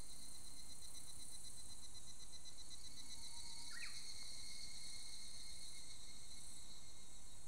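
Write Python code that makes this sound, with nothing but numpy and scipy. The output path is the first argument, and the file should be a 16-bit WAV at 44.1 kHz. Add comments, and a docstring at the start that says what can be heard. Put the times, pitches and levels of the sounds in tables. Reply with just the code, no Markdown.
"""Evening cicadas on an overgrown hillside, from the first moment: click trains ringing as short tonal notes,
about eight a second, under a high insect buzz of noise throbbing 32 times a second. Thin fuzzy whines come in
from 2 s, with two dry damped ticks near 2.8 and 4.2 s. A warbler's sine whistle swells from 2.95 s and flicks
up and down at 3.7 s. The slope echoes cicadas and bird; wind noise and a swelling low drone lie beneath."""
import sys
import numpy as np
from scipy import signal
from scipy.fft import rfft, irfft, next_fast_len
from scipy.io import wavfile
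from scipy.ndimage import uniform_filter1d, map_coordinates

SR = 44100
rng = np.random.default_rng(int(sys.argv[2]) if len(sys.argv) > 2 else 0)


def wav_record(signal):
    """Record a signal, one row per channel, as 16-bit PCM in the file named by sys.argv[1]."""
    frames = np.transpose(np.atleast_2d(signal))
    bounded = np.clip(frames, -1, 1)
    # unit amplitude maps onto the largest positive 16-bit level
    quanta = np.round(bounded * 32767).astype(np.int16)
    wavfile.write(sys.argv[1], SR, quanta)


N = 329427
T = np.arange(N) / SR  # seconds


def cicadas():
    """Clear notes carry some echo; distant singers arrive mostly as echo off the slope."""
    near = sing(near_notes(), column=1, rough=0.0014, sag=0.011, rasp_db=-17.0)
    far = sing(far_notes(), column=2, rough=0.0038, sag=0.011, rasp_db=-17.5)
    near_mix = near + amp(-8.5) * slope(near, t60=0.61)
    far_mix = amp(-6) * far + amp(-4) * slope(far, t60=1.0)
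    return (near_mix + far_mix)[SR:]  # drop the one-second lead-in


# Clear cicada notes, one pitch line per table, given by marker notes; some lines are further partials
# sounding in step with another line.
# Each row: note end in seconds, resonance in Hz, level in dB before scatter and swell.
NEAR_LINES = [
    [(.133, 4060, -63.5), (.608, 4055, -59.5), (.989, 4040, -57.5), (1.488, 4058, -57),
     (2.114, 4054, -57.5), (2.749, 4040, -56), (3.144, 4028, -54), (3.539, 4012, -57), (3.982, 4035, -58)],
    [(3.11, 4300, -72), (3.373, 4386, -63), (3.707, 4400, -58.5), (3.824, 4380, -63)],
    [(3.513, 4600, -70), (3.758, 4680, -63), (4.0, 4800, -76), (4.25, 4640, -72)],
    [(3.513, 4930, -69), (3.758, 5020, -67), (4.0, 5000, -68)],
    [(3.513, 4425, -64), (3.758, 4390, -64), (4.106, 4326, -54.5), (4.48, 4306, -60.5), (4.965, 4290, -59),
     (5.509, 4287, -60), (5.926, 4353, -61.5)],
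    [(4.285, 4020, -60.5), (4.692, 4080, -67), (5.183, 4040, -72)],
    [(4.507, 4370, -65), (4.896, 4375, -62), (5.149, 4308, -62), (5.421, 4190, -68)],
    [(4.198, 3870, -72), (4.66, 3870, -68), (5.016, 3905, -65), (5.544, 3890, -69), (5.924, 3850, -66.5),
     (6.297, 3850, -72), (6.79, 3865, -73), (7.341, 3890, -69)],
    [(4.66, 3730, -75), (5.544, 3740, -70), (6.297, 3726, -74.5), (7.341, 3740, -77)],
    [(5.119, 4117, -75), (5.371, 4128, -68)],
    [(6.115, 4280, -64), (6.398, 4347, -67), (6.78, 4300, -76), (7.27, 4290, -75)],
    [(6.297, 3980, -77), (6.917, 4020, -72), (7.3, 3970, -76)],
]
NOTES_PER_S, NOTE_SCATTER_DB = 7.7, 0.56  # approximate pace; random level spread


def near_notes():
    """Each pitch line fills the time between marker notes evenly; rows are (end s, Hz, dB)."""
    lines = []
    for markers in NEAR_LINES:
        s, hz, db = np.transpose(markers)
        number = np.cumsum(np.round(np.diff(s, prepend=s[0]) * NOTES_PER_S))
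        every = np.arange(number[-1] + 1)
        note_end = np.interp(every, number, s)
        note_hz = np.interp(every, number, hz)
        scatter_db = NOTE_SCATTER_DB * rng.standard_normal(len(every))
        note_db = np.interp(every, number, db) + scatter_db
        lines.append(np.transpose([note_end, note_hz, note_db]))
    return np.concatenate(lines)


# Distant phrases, before random spread, soft opening and the far mix gains.
# Each row: start in seconds, end in seconds, notes per second, opening and last pitch in Hz, level in dB.
FAR_SINGERS = [(-0.68, 3.2, 8.6, 4200, 3700, -71.5), (-0.67, .8, 8.85, 4800, 4140, -69.5),
               (-0.9, 1.56, 8.1, 4000, 4320, -66), (-.7, .7, 8, 4150, 4100, -61.5),
               (0.65, 3.5, 8.2, 4420, 4380, -74.5), (0.77, 2.4, 6.9, 4230, 4100, -70),
               (2.5, 6.2, 8.9, 4300, 4240, -71), (2.5, 6.5, 7.5, 4404, 4100, -63.5),
               (3, 6.13, 8.6, 4200, 4290, -62), (3, 5.75, 9, 4460, 4370, -60),
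               (3.5, 6.8, 7.7, 4130, 4060, -58.5), (3, 7.2, 8.86, 3930, 3850, -69),
               (3.5, 8.17, 7.8, 3780, 4000, -78.5), (4, 7.47, 7.5, 4350, 4260, -62),
               (5.5, 6.8, 7.6, 4400, 3830, -81), (6, 7.65, 7.7, 4000, 3800, -69.5),
               (4.2, 5.6, 8.2, 4970, 4930, -75)]


def far_notes():
    """Each phrase opens low and soft, glides to its last pitch and fades; rows are (end s, Hz, dB)."""
    rows = []
    for start, end, rate, first_hz, last_hz, db in list(FAR_SINGERS) * 2:  # two neighbours share each phrase
        chance = rng.standard_normal((40, 3))
        s = start + (np.arange(40) + rng.uniform()) / rate + .004 * chance[:, 0]
        progress = (s - start) / (end - start)
        opening = np.exp(-(s - start) / 0.14)
        detune = 1 + 0.00596 * rng.standard_normal()
        glide_hz = detune * (first_hz + (last_hz - first_hz) * progress)
        hz = glide_hz * (1 - 0.0261 * opening + 0.003 * chance[:, 1])
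        level_db = db - 11 * opening - 7 * progress ** 3 + 2 * chance[:, 2]
        rows.append(np.transpose([s, hz, level_db])[progress < 1])
    return np.concatenate(rows)


# Tymbal clicks come at 1/16 of the belly resonance; their strengths before random spread.
# Each row: click harmonic number, near level in dB, far level in dB.
CLICK_HARMONICS = [(7, -27, -25), (8, -9.5, -10.5), (15, -14.5, -13), (16, 0, 0), (31, -22, -20),
                   (32, -15, -14), (17, -24, -22), (19, -32, -36), (21, -27, -36), (23, -15, -17),
                   (24, -9, -10.5)]
# Where the harmonics near half pitch ring strongest: best resonance in Hz, width in Hz, loss far from it in dB.
HALF_PITCH_RESONANCE = (4310, 220, 11.3)
# Noisy scrape in a note. Each row: frequency in Hz, relative density in dB per Hz.
RASP_COLOUR = [(3500, -35), (4500, -7.5), (5300, -2), (5900, 0), (6400, -1.5), (8000, -24)]
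NOTE_S = .047


def sing(notes, column, rough, sag, rasp_db):
    """Every note is a click train, heard as its harmonics; it swells, sags in pitch and stops short."""
    end, hz, db = np.transpose(notes)[..., None]
    t = T[:round(NOTE_S * SR)]
    clicks = hz / 16 * (t - sag * (t * t / NOTE_S - t) / 2)  # clicks counted so far
    uneven = wobble(900, len(notes) * len(t)).reshape(len(notes), -1)
    clicks = clicks + rough * uneven
    chance = rng.standard_normal((len(notes), len(CLICK_HARMONICS), 2, 1))
    best_hz, width_hz, loss_db = HALF_PITCH_RESONANCE
    low_db = -loss_db * (1 - np.exp(-((hz - best_hz) / width_hz) ** 2))
    rasp = np.resize(coloured(rng.standard_normal(N), RASP_COLOUR), (len(notes), len(t)))
    tone = amp(rasp_db) * rasp  # the clicks also scrape
    for k, row in enumerate(CLICK_HARMONICS):
        order = round(row[0])
        spread_db = 1.5 * chance[:, k, 0] * (order != 16)
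        level_db = row[column] + low_db * (order < 10) + spread_db
        tone = tone + amp(level_db) * np.sin(2 * np.pi * (order * clicks + chance[:, k, 1]))
    edges = np.clip(t / 0.0039, 0, 1) * np.clip((NOTE_S - t) / 0.003, 0, 1)
    swell = amp(6.7 * (t / NOTE_S - 0.82)) * edges
    sound = np.sqrt(2) * amp(db) * swell * tone
    # the output starts one second early, so echoes are already ringing at time zero
    at = np.round((end - NOTE_S + 1) * SR).astype(int) + np.arange(len(t))
    return np.bincount(at.ravel(), sound.ravel(), N + 2 * SR)[:SR + N]


# The high insects' buzz, before throbbing and patchiness.
# Each row: time in seconds, level in dB, peak-to-trough throb depth in dB.
BUZZ_LEVEL = [(0, -62, 7.5), (.5, -63.5, 6), (.9, -60.5, 9.5), (1.36, -62.5, 5.5), (2.3, -68, 8),
              (2.7, -67.5, 13.5), (3.8, -63, 8), (4.4, -63.5, 5), (4.5, -60, 5), (4.62, -61.5, 5),
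              (4.67, -65, 10.5), (5.79, -63.5, 5.5), (5.83, -70, 9), (6.55, -68, 7), (6.7, -74, 7),
              (7.47, -71, 6)]
# Running count of throbs. Each row: time in seconds, throbs counted.
THROB_COUNT = [(0.0, -0.22), (2.4, 76.66), (3.6, 115.29), (4.8, 153.69), (7.47, 238.8)]
# Body of the buzz. Each row: frequency in Hz, relative density in dB per Hz.
BUZZ_COLOUR = [(6500, -36.5), (7800, -5), (8800, 2), (10300, -4.5), (11300, -14.5), (13000, -30.5),
               (16000, -47)]
# Far hiss. Each row: frequency in Hz, relative density in dB per Hz.
HISS_COLOUR = [(4500, -31), (5600, -14.5), (6200, -3.5), (7300, -3), (8400, 1), (9500, -8), (11000, -13),
               (13000, -31)]
HISS_DB = -66  # before a slight wobble
TOP_DB, TOP_GROWS = -82, 1.4  # top end at the mean buzz level; its swing in dB per dB of buzz
SHIMMER_END_S, SHIMMER_DB = 1.34, 3.5  # the top end is brighter until then


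def buzz():
    """A nearly steady far hiss, and dense wing clicks squeezed into about 32 throbs a second."""
    level_db, depth_db = curves(BUZZ_LEVEL)
    top_db = TOP_DB + TOP_GROWS * (level_db - level_db.mean()) + SHIMMER_DB * (T < SHIMMER_END_S)
    turns = curves(THROB_COUNT)[0]
    beat = (.5 + .5 * np.cos(2 * np.pi * turns)) ** 1.46  # narrowed peaks
    gate = amp(depth_db * (beat - .5) + 0.28 * wobble(7.1) + 1.5 * wobble(4))
    clicks = rng.standard_normal((3, N)) * rng.exponential(1, (3, N)) ** .5  # spikier than plain noise
    body = amp(level_db) * coloured(clicks[0], BUZZ_COLOUR)
    top = amp(top_db) * coloured(clicks[1], [(9000, -43), (11500, -2), (15500, -3.0)])
    hiss = amp(HISS_DB + 0.43 * wobble(5.1)) * coloured(clicks[2], HISS_COLOUR)
    return patchy(gate * (body + top) + hiss, depth_db=1.4)


def patchy(x, depth_db):
    """Patches of random gain in time and frequency: many insects at many distances come and go."""
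    z = signal.stft(x, nperseg=512)[2]
    field = uniform_filter1d(rng.standard_normal(z.shape), size=6, axis=0)
    field = uniform_filter1d(field, size=30, axis=1)
    return signal.istft(z * amp(depth_db * unit(field)), nperseg=512)[1][:N]


# Narrow fuzzy tones, most of them insects. Each row: start in seconds, end in seconds, first pitch in Hz,
# last pitch in Hz, fuzz in random knots per second (sets the width), level in dB before fading.
WHINE_LINES = [(3.3, 5.04, 5580, 5830, 70, -73.5), (2.7, 3.4, 5850, 5950, 50, -76),
               (4.45, 4.65, 4900, 4900, 200, -70), (2, 3.6, 6450, 6650, 80, -76),
               (5.3, 7.3, 6000, 5950, 70, -78), (5.8, 7.47, 8000, 7930, 60, -73),
               (3.3, 6.3, 8750, 8450, 450, -69), (2.9, 3.22, 225, 235, 30, -77),
               (6.44, 6.53, 8600, 8600, 400, -66)]


def whines():
    """Sines whose strength and phase wander at random, so each line is fuzzy; most slide slowly in pitch."""
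    out = np.zeros(N)
    for start, end, first_hz, last_hz, fuzz, db in WHINE_LINES:
        hz = np.interp(T, [start, end], [first_hz, last_hz])
        phase = 2 * np.pi * np.cumsum(hz) / SR
        fuzzy = wobble(fuzz) * np.sin(phase) + wobble(fuzz) * np.cos(phase)
        out += amp(db) * fade(start, end, 0.33 * (end - start), 0.014) * unit(fuzzy)
    return out


# The held whistle, before its wobble. Each row: time in seconds, level in dB.
WHISTLE_SWELL = [(2.95, -89), (3.07, -74.5), (3.12, -84), (3.19, -73), (3.29, -82), (3.37, -64.5),
                 (3.41, -81), (3.5, -70), (3.56, -78), (3.61, -66), (3.65, -77), (3.68, -71), (3.77, -82)]
# The flick, one table a syllable, before smoothing. Each row: time in seconds, pitch in Hz, level in dB.
FLICK_SYLLABLES = [
    [(3.706, 1720, -73), (3.714, 1764, -59.5), (3.722, 1700, -58)],
    [(3.725, 1506, -59), (3.737, 1347, -59), (3.75, 1482, -58), (3.762, 1802, -60), (3.777, 1922, -48.5),
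     (3.794, 1898, -70)],
    [(3.801, 1905, -65), (3.81, 1880, -59), (3.82, 1900, -56)],
    [(3.821, 2713, -58.5), (3.828, 2564, -50.5), (3.84, 2268, -49), (3.852, 1820, -58), (3.864, 1384, -62),
     (3.88, 1178, -66.5), (3.91, 1140, -76)],
]
HOLD_HZ = 927  # centre pitch at 3.4 s


def warbler():
    """A pure whistle: a low wavering held note, then a quick up-and-down flick that rings along the slope."""
    held_hz = HOLD_HZ + 20 * (T - 3.4) + 10 * wobble(25)
    held_level = amp(curves(WHISTLE_SWELL)[0] + 0.84 * wobble(40))
    held_edges = fade(WHISTLE_SWELL[0][0], WHISTLE_SWELL[-1][0], 0.014, 0.012)
    held = np.sqrt(2) * held_level * held_edges * np.sin(2 * np.pi * np.cumsum(held_hz) / SR)
    flick = np.zeros(N)
    for rows in FLICK_SYLLABLES:
        hz, db = uniform_filter1d(curves(rows), size=200)  # round the corners
        edges = fade(rows[0][0], rows[-1][0], 0.0014, 0.0035)
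        flick += np.sqrt(2) * amp(db) * edges * np.sin(2 * np.pi * np.cumsum(hz) / SR)
    return held + flick + slope(amp(-10) * held + amp(-5.5) * flick, t60=0.67)


# Small dry ticks. Each row: time in seconds, pitch in Hz, peak level in dB, time to decay 60 dB in seconds.
TICK_LIST = [(2.812, 4900, -55, 0.017), (4.228, 1100, -49.5, 0.0055)]


def ticks():
    """Each tick is a quickly damped sine."""
    out, t = np.zeros(N), T[:400]
    for s, hz, db, t60 in TICK_LIST:
        out[round(s * SR):][:400] += amp(db - 60 * t / t60) * np.sin(2 * np.pi * hz * t)
    return out


# Wind and distant valley noise. Each row: frequency in Hz, relative density in dB per Hz.
AIR_COLOUR = [(10, 0), (30, 2), (55, 1), (110, -7), (250, -11.5), (420, -19.5), (1000, -19), (1600, -26.5),
              (3000, -29.5), (5000, -32), (16000, -38)]
# Swells of the drone. Each row: centre in seconds, half length in seconds, peak level in dB.
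DRONE_SWELLS = [(.5, 1, -76.5), (3.01, 0.24, -71), (3.7, 0.18, -75.5), (5.8, 0.37, -80), (7.4, .5, -87)]


def air():
    """A gusty floor of shaped noise, with a narrow noise band as a faint low drone that swells now and then."""
    gusts = amp(-64 + 0.14 * wobble(1.89) + 0.54 * wobble(25))
    floor = gusts * coloured(rng.standard_normal(N), AIR_COLOUR)
    drone = coloured(rng.standard_normal(N), [(250, -35.0), (265, 1.0), (275, -2.5), (290, -35.5)])
    swells = sum(amp(db) * np.exp(-((T - s) / half) ** 2) for s, half, db in DRONE_SWELLS)
    return floor + swells * drone


def slope(x, t60, count=5):
    """Scattered echoes from the leafy slope: a few random echo patterns used in turn, a quarter second each."""
    t = T[:SR]
    tails = rng.standard_normal((count, SR)) * amp(-60 * t / t60) * (t > .008)
    turn = np.arange(len(x)) * 4 // SR % count  # which pattern each sample excites
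    parts = x * (turn == np.arange(count)[:, None])
    echoes = signal.fftconvolve(parts, tails / np.linalg.norm(tails[0]), axes=1)
    return echoes[:, :len(x)].sum(axis=0)


def amp(db):
    """Decibels to gain."""
    return 10 ** (np.asarray(db) / 20)


def unit(x):
    """Scaled to rms 1."""
    return x / np.sqrt(np.mean(x ** 2) + 1e-20)


def curves(rows):
    """One value per sample for each column after the time."""
    s, *cols = np.transpose(rows)
    return [np.interp(T, s, c) for c in cols]


def wobble(rate, length=N):
    """A smooth random curve, rate knots a second."""
    knots = rng.standard_normal(int(length * rate / SR) + 4)
    return map_coordinates(knots, [np.arange(length) * rate / SR])


def coloured(x, points):
    """x through a (Hz, dB) spectrum, at rms 1."""
    m = next_fast_len(N + 8192)
    f, db = np.transpose(points)
    log_f = np.log(np.fft.rfftfreq(m, 1 / SR) + 1)
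    gain = amp(np.interp(log_f, np.log(f + 1), db))
    return unit(irfft(rfft(x, m) * gain, m)[:N])


def fade(start, end, rise, fall):
    """A gate with soft edges; all times in seconds."""
    return np.clip((T - start) / rise, 0, 1) * np.clip((end - T) / fall, 0, 1)


def scene():
    """All sources in one channel."""
    return (cicadas() + buzz() + whines() + warbler() + ticks() + air())[None]


TOP_HZ, OFFSET = 15750, .00695  # band limit; constant offset in full-scale units


def record(dry):
    """The camera keeps nothing above its band limit and adds a small constant offset."""
    m = next_fast_len(N + 8192)
    kept = np.fft.rfftfreq(m, 1 / SR) < TOP_HZ
    return irfft(rfft(dry, m) * kept, m)[:, :N] + OFFSET


dry = scene()
out = record(dry)
wav_record(out)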